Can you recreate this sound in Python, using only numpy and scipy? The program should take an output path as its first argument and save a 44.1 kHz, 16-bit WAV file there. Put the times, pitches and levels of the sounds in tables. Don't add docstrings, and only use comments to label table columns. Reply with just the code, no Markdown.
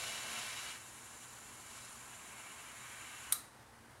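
import sys
import numpy as np
from scipy import signal
from scipy.fft import rfft, irfft
from scipy.io import wavfile

SR = 44100
rng = np.random.default_rng(int(sys.argv[2]) if len(sys.argv) > 2 else 0)


def generate_wav(signal):
    frames = np.transpose(np.atleast_2d(signal))
    scaled = np.clip(frames, -1, 1) * 32767
    pcm = np.round(scaled).astype(np.int16)
    wavfile.write(sys.argv[1], SR, pcm)


N = 176400
T = np.arange(N) / SR
HZ = np.maximum(np.arange(N // 2 + 1) * SR / N, 1)
STOP_S, SHUT_S = 3.3238, 3.325


def from_db(db):
    return 10 ** (np.asarray(db) / 20)


def level(rows):
    return from_db(np.interp(T, *np.transpose(rows)))


def colour(points):
    hz, db = np.transpose(points)
    return from_db(np.interp(np.log(HZ), np.log(hz), db))


def bell(hz, width):
    return 1 / (1 + (2 * (HZ - hz) / width) ** 2)


def resonances(rows):
    return from_db(sum(db * bell(hz, width) for hz, width, db in rows))


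def noise(response):
    shaped = irfft(rfft(rng.standard_normal(N)) * response, N)
    return shaped / np.sqrt(np.mean(shaped ** 2) + 1e-20)


def flutter(depth_db, corner_hz=32):
    return from_db(depth_db * noise(bell(0, 2 * corner_hz)))


def fade(start, db_per_s):
    return from_db(-db_per_s * np.maximum(T - start, 0))


def decay(start, t60):
    return (T >= start) * 1000. ** (-np.maximum(T - start, 0) / t60)


def mode(start, hz, t60):
    return decay(start, t60) * np.sin(2 * np.pi * hz * (T - start))


def workshop():
    # (frequency [Hz], width [Hz], level [dB])
    hum_bands = [(57.5, 4.5, -88), (121.3, 4.4, -71), (233, 19, -75)]
    # (frequency [Hz], relative level [dB])
    spectrum = [(20, -18), (42, -8.5), (60, 2), (110, 1), (165, -3.5), (240, -0.5), (400, -3.5), (600, -5),
                (880, -1), (1400, -4.5), (1850, -5), (2300, -11), (3700, -15.5), (7500, -17), (9600, -15),
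                (12000, -22.5), (15500, -29)]
    hum = sum(from_db(db) * noise(bell(hz, width)) for hz, width, db in hum_bands)
    return hum + from_db(-59.5) * flutter(depth_db=0.7) * noise(colour(spectrum))


def bench_reflections(echo_db=-13, decay_s=.016, ceiling_db=3):
    echoes = rng.standard_normal(N) * np.exp(-T / decay_s)
    echoes /= np.linalg.norm(echoes)
    ripple = np.abs(1 + from_db(echo_db) * rfft(echoes))
    return np.minimum(ripple, from_db(ceiling_db))


def burner_tube():
    # (frequency [Hz], width [Hz], gain [dB])
    low_modes = [(655, 18, 4), (722, 17, 4), (928, 19, 4.5), (1023, 19, 5), (1087, 34, 7), (1200, 33, 4),
                 (1348, 27, 10), (1509, 27, 11), (1600, 11, 10), (1666, 17, 8), (1713, 20, 8),
                 (1790, 25, -10), (1820, 18, 6.5), (1940, 17, -5), (2164, 39, 9), (2318, 29, 10.5),
                 (2430, 32, 3.5), (2695, 65, 8), (2906, 44, 11.5), (3080, 19, 9), (3207, 91, 8.5),
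                 (3340, 40, -4), (3490, 46, 6), (3700, 17, 10), (3900, 45, 11.5), (4120, 93, 4),
                 (4326, 60, -8), (4374, 65, 9), (4790, 42, -3)]
    # (frequency [Hz], width [Hz], gain [dB])
    high_modes = [(5380, 110, 4), (5730, 100, -4.5), (6050, 240, 6), (6240, 80, -4), (6820, 91, 6),
                  (7020, 125, 10), (7360, 82, 6), (7580, 43, 10), (7880, 52, 0), (8140, 97, 8),
                  (9040, 70, 5), (9070, 79, 7.5), (9400, 80, 0), (9870, 106, 10), (10230, 176, 8),
                  (10540, 190, 6), (11230, 180, 6), (11580, 180, 5.5), (11930, 130, -2.5), (12250, 150, 8),
                  (12670, 130, 1), (13950, 150, 4), (15100, 230, 0)]
    return resonances(low_modes) * resonances(high_modes)


def jet_hiss(burner):
    # (time [s], level [dB])
    envelope = [(0, -52.5), (.9, -54.5), (1.55, -54.5), (2.2, -54.5), (3.3, -53.5)]
    # (frequency [Hz], relative level [dB])
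    spectrum = [(250, -22), (900, 1), (1600, -1), (2600, -4.5), (3400, -5.5), (5200, -7), (7000, -0.5),
                (10400, -4), (11700, -8), (13000, -20), (15500, -17)]
    return level(envelope) * flutter(depth_db=0.59) * noise(colour(spectrum) * burner)


def flame_rush(burner):
    # (time [s], level [dB])
    envelope = [(0, -42.5), (.14, -44.8), (.24, -46), (.36, -45), (.56, -46), (.71, -48.5), (.78, -56),
                (.89, -71), (2.1, -80), (3.3, -62)]
    # (frequency [Hz], relative level [dB])
    spectrum = [(250, -13.5), (500, -4.5), (1000, -4.5), (2000, 0.5), (3000, -0.5), (5000, -2), (7000, -4),
                (10500, -7.5), (11700, -10), (13000, -24), (15500, -19)]
    return level(envelope) * flutter(depth_db=0.9) * noise(colour(spectrum) * burner)


def cone_roar(burner):
    # (time [s], level [dB])
    envelope = [(0, -59), (.23, -54), (.36, -50.5), (.7, -51), (.9, -74), (1.6, -87), (2.0, -62),
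                (2.5, -56), (2.8, -56.5), (3.05, -53), (3.3, -56.5)]
    # (frequency [Hz], relative level [dB])
    spectrum = [(250, -46), (600, -7.5), (1000, -2.5), (1600, 0), (2400, 1), (3000, -5), (4000, -11),
                (6000, -28)]
    return level(envelope) * flutter(depth_db=0.5) * noise(colour(spectrum) * burner)


def flame_tongue(burner):
    return from_db(-57.5) * fade(0.38, db_per_s=92) * noise(bell(hz=680, width=790) * burner)


def flame_buffet(peak_s=0.36, spread_s=0.086):
    swell = np.exp(-((T - peak_s) / spread_s) ** 2)
    return from_db(-60) * swell * noise(bell(hz=233, width=28))


def jet_flare(burner, peak_s=1.706, hold_s=.14, rise_db_per_s=250):
    # (frequency [Hz], relative level [dB])
    spectrum = [(500, -8), (1500, -1), (3000, -1), (5500, -0.5), (7500, -2.5), (10800, -6), (13000, -21),
                (15500, -22)]
    rise = from_db(-56.5 - rise_db_per_s * np.maximum(peak_s - T, 0))
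    return rise * fade(peak_s + hold_s, db_per_s=123) * noise(colour(spectrum) * burner)


def flame():
    burner = burner_tube() * bench_reflections()
    sources = jet_hiss, flame_rush, cone_roar, jet_flare, flame_tongue
    return sum(source(burner) for source in sources) * fade(SHUT_S, db_per_s=251)


def valve_contacts(body):
    # (time [s], level [dB])
    contacts = [(3.3229, -31), (3.3245, -22.5), (3.3268, -30), (3.3297, -26)]
    # (frequency [Hz], relative level [dB])
    spectrum = [(800, -21), (1500, -21), (2700, -30), (4600, -11.5), (7900, -7.5), (8700, -3), (10300, 1),
                (11600, -12), (13000, -10), (14000, -27), (15500, -28)]
    return sum(from_db(db) * decay(s, t60=0.017) * noise(colour(spectrum) * body) for s, db in contacts)


def valve_stop():
    # (frequency [Hz], relative level [dB])
    spectrum = [(800, -24), (2000, -12), (3800, -14), (6000, -13), (8000, -10), (10300, 3), (11500, -3),
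                (12600, 6), (13400, 1), (14100, -20), (15500, -23)]
    return from_db(-19.5) * decay(STOP_S, t60=.008) * noise(colour(spectrum))


def metal_ring():
    # (frequency [Hz], level [dB], T60 [s])
    latch_modes = [(1180, -40, .015), (2300, -40, .015), (3280, -36, .022), (3830, -35, .028),
                   (4470, -41, .02), (8900, -26, .016), (10250, -24, .012), (12450, -21, .009),
                   (12950, -19, .009)]
    # (frequency [Hz], width [Hz], level [dB], T60 [s])
    tube_bands = [(3930, 150, -53, 0.35), (7930, 130, -58, .25), (12600, 260, -49, 0.22)]
    latch = sum((-1) ** k * from_db(db) * mode(STOP_S, hz, t60)
                for k, (hz, db, t60) in enumerate(latch_modes))
    tube = sum(from_db(db) * decay(SHUT_S, t60) * noise(bell(hz, width))
               for hz, width, db, t60 in tube_bands)
    return latch + tube


def room_tail(body, ring_share=0.61, split_hz=7300):
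    # (frequency [Hz], relative level [dB])
    spectrum = [(300, -18), (950, -17), (1700, -3.5), (2900, -13), (4300, -2.5), (5200, -5), (7400, -2.5),
                (8700, 4), (10600, 3), (11700, -2.5), (13000, -5), (14000, -12), (15500, -15)]
    room = colour(spectrum) * body ** ring_share
    low_share = 1 / (1 + (HZ / split_hz) ** 2)
    low = from_db(-43) * decay(SHUT_S, t60=0.39) * noise(room * low_share)
    high = from_db(-39) * decay(SHUT_S, t60=0.25) * noise(room * (1 - low_share))
    return low + high


def valve(low_cut_hz=510):
    # (frequency [Hz], width [Hz], gain [dB])
    body_modes = [(3250, 180, 4), (3890, 280, 17), (6520, 240, 10), (8650, 200, 9), (8950, 180, 8),
                  (9440, 130, 8), (10000, 130, 3), (12900, 600, 12)]
    body = resonances(body_modes)
    snap = valve_stop() + valve_contacts(body) + room_tail(body) + metal_ring()
    return signal.sosfilt(signal.butter(2, low_cut_hz, "high", fs=SR, output="sos"), snap)


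def flame_pop():
    puff = from_db(-51.5) * decay(SHUT_S, t60=0.3) * noise(bell(hz=1290, width=220))
    return puff + from_db(-53) * mode(SHUT_S, hz=1213, t60=0.36)


def scene():
    return np.tile(flame() + flame_buffet() + valve() + flame_pop() + workshop(), (2, 1))


def record(dry):
    cutoff_hz = 15720
    return signal.sosfilt(signal.ellip(10, .1, 70, cutoff_hz, fs=SR, output="sos"), dry)


dry = scene()
out = record(dry)
generate_wav(out)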